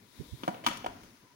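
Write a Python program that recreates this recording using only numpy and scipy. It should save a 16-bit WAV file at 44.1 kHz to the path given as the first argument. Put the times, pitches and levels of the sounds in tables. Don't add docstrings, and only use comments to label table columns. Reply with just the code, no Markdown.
import sys
import numpy as np
from scipy import signal
from scipy.fft import rfft, irfft
from scipy.io import wavfile
from scipy.ndimage import uniform_filter1d

SR = 44100
rng = np.random.default_rng(int(sys.argv[2]) if len(sys.argv) > 2 else 0)


def pcm_store(signal):
    levels = np.round(np.clip(np.atleast_2d(signal), -1, 1) * 32767)
    wavfile.write(sys.argv[1], SR, levels.astype(np.int16).T)


N = 59535

# f/Hz, coherence/0-1
CRACK_COHERENCE = [(200, 0.63), (700, 0.82), (1500, 0.1), (5000, 0)]
# f/Hz, coherence/0-1
ROOM_COHERENCE = [(150, 0.94), (400, 0.91), (900, 0.11), (3000, 0.041)]


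def amp(db):
    return 10 ** (np.asarray(db) / 20)


def at_hz(points, hz):
    f, value = np.transpose(points)
    return np.interp(np.log(hz + 1), np.log(f + 1), value)


def envelope(points):
    return amp(np.interp(np.arange(N) / SR, *np.transpose(points)))


def pan(db):
    return amp(np.array([[db], [-db]]) / 2)


def add(mix, start_s, sound):
    part = mix[:, max(round(start_s * SR), 0):][:, :sound.shape[1]]
    part += sound[:, :part.shape[1]]


def white_pair(coherence, size):
    left, independent = rfft(rng.standard_normal((2, size)))
    shared = np.clip(at_hz(coherence, np.fft.rfftfreq(size, 1 / SR)), -1, 1)
    right = shared * left + np.sqrt(1 - shared ** 2) * independent
    return irfft(np.array([left, right]), size)


def shaped(noise, spectrum):
    y = irfft(rfft(noise) * amp(at_hz(spectrum, np.fft.rfftfreq(N, 1 / SR))), N)
    return y / y.std()


def colour(x, response, size=4096):
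    log_gain = np.log(amp(at_hz(response, abs(np.fft.fftfreq(size, 1 / SR)))))
    taps = np.fft.ifft(np.exp(np.conj(signal.hilbert(log_gain)))).real[:size // 2]
    return signal.fftconvolve(x, taps[None], axes=1)[:, :x.shape[1]]


def hiss():
    # f/Hz, level/dB
    left_spectrum = [(20, -2), (200, 6), (500, 3), (740, -3.5), (1150, 2.5), (1600, 1), (2300, 3.5),
                     (2900, -5.5), (4000, -1), (6000, -6), (8200, -12.5), (10500, -5), (13000, -15.5),
                     (15300, -2.5)]
    right_spectrum = [(20, 16), (200, 2), (500, -9), (740, 2.5), (1150, -12), (1600, 2.5), (2400, -2),
                      (4000, -6), (6000, -2.5), (8200, -8), (10300, 1), (13000, -51), (15300, -10)]
    # t/s, level/dB
    levels = [(0, -58.5), (.09, -60.5), (.19, -54.5), (.35, -59), (.45, -50), (.6, -56), (1.1, -58.5),
              (1.35, -65)]
    left, right = rng.standard_normal((2, N))
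    bed = np.array([shaped(left, left_spectrum), amp(-9) * shaped(right, right_spectrum)])
    return envelope(levels) * bed


def swish(peak_s=0.31, half_width_s=0.24):
    # f/Hz, level/dB
    spectrum = [(100, -42), (2700, -5), (3700, 7.5), (4500, -1), (6000, -2.5), (8500, -8.5), (11000, -3),
                (13000, -10.5), (16000, -9.5)]
    swell = amp(-63.5) * np.exp(-((np.arange(N) / SR - peak_s) / half_width_s) ** 2)
    return pan(db=15) * swell * shaped(rng.standard_normal((2, N)), spectrum)


def hollow_tone():
    # f/Hz, level/dB
    spectrum = [(100, -50), (820, -14), (940, 3.5), (1020, 3.5), (1130, -14), (3000, -50)]
    # t/s, level/dB
    levels = [(0, -76.5), (.2, -72), (.6, -66.5), (.9, -72), (1.17, -75.5), (1.27, -67.5), (1.35, -73)]
    return pan(db=3) * envelope(levels) * shaped(white_pair(CRACK_COHERENCE, N), spectrum)


def rub():
    # f/Hz, level/dB
    spectrum = [(20, -26), (50, -49), (100, 0.5), (160, -4.5), (270, 0.5), (420, -9.5), (700, -17),
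                (2000, -47), (16000, -80)]
    # t/s, level/dB
    levels = [(0, -60), (.05, -62), (.12, -72), (.24, -55), (.36, -62), (.42, -55.5), (.6, -55),
              (.72, -51.5), (.9, -53.5), (1.06, -57), (1.14, -61), (1.2, -73), (1.235, -58.5),
              (1.29, -72.5), (1.35, -62)]
    return pan(db=1.5) * envelope(levels) * shaped(white_pair(ROOM_COHERENCE, N), spectrum)


def bumps():
    # t/s, lowest f/Hz, level/dB, tilt/(dB/octave)
    events = [(0.2004, 90.7, -34, 1), (.331, 78, -31, -6)]
    # delay/s, half width/s, frequency ratio, level/dB
    swells = [(0.00091, 0.0097, 1, -1), (0.0142, 0.011, 1.6, -0.5), (0.0021, 0.0051, 2.5, -1),
              (.009, 0.0049, 4.3, -3.5)]
    right = np.zeros(N)
    for time_s, hz, db, tilt_db in events:
        for delay_s, half_width_s, ratio, swell_db in swells:
            t = np.arange(N) / SR - time_s - delay_s
            swell = amp(db + swell_db + tilt_db * np.log2(ratio)) * np.exp(-(t / half_width_s) ** 2)
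            right += swell * np.sin(2 * np.pi * (hz * ratio * t + rng.random()))
    return np.array([np.zeros(N), right])


def rumble():
    # f/Hz, level/dB
    spectrum = [(20, -5), (40, -10.5), (55, 1.5), (80, -11.5), (150, -10.5), (1000, -76)]
    # t/s, level/dB
    levels = [(0, -105), (.28, -61.5), (.64, -84), (.69, -50), (.76, -60), (.84, -65), (.89, -51.5),
              (.96, -72), (1.01, -57.5), (1.2, -88), (1.35, -93)]
    return pan(db=1.5) * envelope(levels) * shaped(white_pair(ROOM_COHERENCE, N), spectrum)


def push(t, width_s=0.00032):
    pulse = t / width_s * np.exp(-t / width_s)
    return amp(-8.5) * pulse / pulse.sum()


def crack(t, t60_s, rise_s=0.0003):
    # f/Hz, level/dB
    spectrum = [(100, -2.5), (450, -3.5), (1000, 0.5), (1700, -5.5), (2500, -3.5), (3300, -2),
                (3900, -10.5), (4900, -8.5), (6400, -5), (8200, -10), (10500, -6), (13000, -15),
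                (15000, -8.5)]
    burst = (1 - np.exp(-t / rise_s)) * np.exp(-np.log(1000) * t / t60_s)
    return colour(white_pair(CRACK_COHERENCE, len(t)) * burst / np.linalg.norm(burst), spectrum)


def damped_mode(t, hz, peak_db, t60_s):
    rate = np.log(1000) / t60_s
    return amp(peak_db) * 2 * rate / SR * np.exp(-rate * t) * np.cos(2 * np.pi * hz * t)


def knock(t, hz, db):
    return damped_mode(t, hz, db, t60_s=0.012)


def ring(t, rise_s=0.00017):
    # f/Hz, level/dB, t60/s, left-right/dB
    modes = [(195.5, 4, 0.11, -4), (246.7, 4, 0.059, -5), (320, 5.5, 0.065, -1.5), (542.4, 4, 0.034, -4),
             (721, 2.5, 0.049, -12), (953, 8.5, 0.055, 6.5), (1235, 3, 0.032, 9.5), (1336, -10, 0.039, 9),
             (1416, 4, 0.064, 6), (1560, -9, 0.083, -25), (2297, 6, 0.03, -1), (3000, 3, 0.022, 4),
             (3350, 1, .018, 1), (4408, 1, 0.023, 3), (10150, -0.5, 0.022, -11)]
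    ringing = sum(pan(pan_db) * damped_mode(t, hz, db, t60_s) for hz, db, t60_s, pan_db in modes)
    return ringing * (1 - np.exp(-t / rise_s))


def kitchen(t, rise_s=0.011):
    # f/Hz, t60/s
    decay_times = [(100, 0.64), (280, 0.13), (600, 0.4), (1200, 0.59), (3000, 0.51), (7000, 0.2),
                   (14000, 0.09)]
    # f/Hz, level/dB
    spectrum = [(100, 2), (280, 0), (600, 2), (1100, 0.5), (1800, 2), (3000, 1), (7000, 2.5), (14000, 5.5)]
    hz, frame_s, bands = signal.stft(white_pair(ROOM_COHERENCE, len(t)), SR, nperseg=256)
    rate = np.log(1000) / at_hz(decay_times, hz)[:, None]
    decay = np.exp(-rate * frame_s) * np.sqrt(2 * rate / SR)
    bands = bands * decay * amp(at_hz(spectrum, hz))[:, None]
    tail = signal.istft(bands, SR, nperseg=256)[1][:, :len(t)]
    return pan(db=3.5) * tail * (1 - np.exp(-(t / rise_s) ** 2))


def contacts(size=32768, notes_send_db=-4.5, left_lag_s=0.0004, bass_cut_hz=172):
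    bands_hz = [220, 450, 750, 1200, 1800, 3200, 10000]
    # t/s, level/dB x 7 bands, knock f/Hz, knock level/dB, crack t60/s, room/dB, left-right/dB
    hits = [ (0.4341, 4, -3, -7.5, -2, -9.5, -5, -26.5, 308, 3.5, 0.083, -11.5, 4.5),
            (0.4783, 5.5, 8.5, 10.5, 5.5, -3.5, -5, -18.5, 654, 5.5, 0.024, -7, 2.5),
            (.4835, 12, -4, 4, -5.5, -0.5, -19, -23, 210, 0.5, 0.04, -9, 3.5),
            (0.4896, 2, -8, -3, -8, -9, -15, -28, 950, -2, .02, -4, -3),
            (0.5436, -32, -0.5, -16, -28, -14, -17.5, -38, 900, -2, 0.042, 1, 5),
            (.6390, -12, -12, -3, -22, -7, -14, -31, 443, 0.5, .04, 0, 4.5),
            (0.6456, -18, -11, -19.5, -15, -15, -5.5, -26, 450, 7.5, 0.035, 7, -6),
            (0.6639, 9.5, -9.5, 7, 18.5, 7, 12, 0.5, 1010, -1.5, 0.042, -9, 1.5),
            (0.672, 7.5, -0.5, 2.5, 7.5, 5, 1, -7.5, 267, -3, 0.069, -6.5, 3),
            (.6850, 2.5, -1.5, -6.5, -4, 2, -3.5, -10.5, 280, 2.5, 0.041, -3.5, 2.5),
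            (.7120, -4.5, -9, 4.5, -0.5, -8, -6.5, -17, 910, -13, 0.11, -7.5, 3),
            (0.7712, -21, -13, -23, -10, -24, -9.5, -13.5, 950, -10, 0.038, -28, 4),
            (0.8442, -5, -2.5, 3, -18.5, -12, -7, -33, 800, 9.5, 0.032, -21, 1),
            (.8622, -4, -3.5, 4.5, -7.5, -10, -14, -18, 705, 13.5, 0.012, -6.5, 5.5),
            (.8645, -0.5, 6.5, 0, -1.5, -7, -4.5, -24.5, 770, 7.5, 0.025, -6, 2.5),
            (1.0334, -17, -24, -25, -24, -25.5, -23.5, -25, 260, -4, 0.11, -14, 4)]
    out, t = np.zeros((2, N)), np.arange(size) / SR
    for start_s, *bands_db, knock_hz, knock_db, t60_s, room_db, pan_db in hits:
        click = push(t) + crack(t, t60_s)
        notes = knock(t, knock_hz, knock_db) + ring(t)
        room = signal.fftconvolve(click + amp(notes_send_db) * notes, kitchen(t), axes=1)[:, :size]
        sound = pan(pan_db) * (click + notes) + amp(room_db) * room
        add(out, start_s, colour(sound, list(zip(bands_hz, bands_db))))
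    out[0] = np.roll(out[0], round(left_lag_s * SR))
    return signal.sosfilt(signal.butter(4, bass_cut_hz, "high", fs=SR, output="sos"), out)


def scrape(grain_db=1.5):
    # f/Hz, level/dB
    spectrum = [(100, -11), (600, -18), (1100, 8.5), (2400, 6.5), (4000, 3.5), (6300, 5), (8200, -11),
                (10500, -4), (16000, -12)]
    # t/s, level/dB
    levels = [(0, -93), (.68, -100), (.73, -48), (.8, -55.5), (.9, -63.5), (1.06, -63), (1.16, -67),
              (1.25, -67.5), (1.35, -68)]
    grain = uniform_filter1d(rng.standard_normal(N), size=90)
    friction = rng.standard_normal((2, N)) * amp(grain_db * grain / grain.std())
    return pan(db=5) * envelope(levels) * shaped(friction, spectrum)


def scene():
    return hiss() + swish() + hollow_tone() + rub() + rumble() + scrape() + bumps() + contacts()


def record(dry):
    low_cut_hz, edge_hz = 23, 15900
    hz = np.fft.rfftfreq(2 * N, 1 / SR)
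    highpass = 1 - 1 / (1 + (hz / low_cut_hz) ** 6)
    cut = irfft(rfft(dry, 2 * N) * highpass)[:, :N]
    lowpass_taps = signal.firwin(401, edge_hz, window=("kaiser", 8), fs=SR)
    return signal.oaconvolve(cut, lowpass_taps[None], "same")


dry = scene()
out = record(dry)
pcm_store(out)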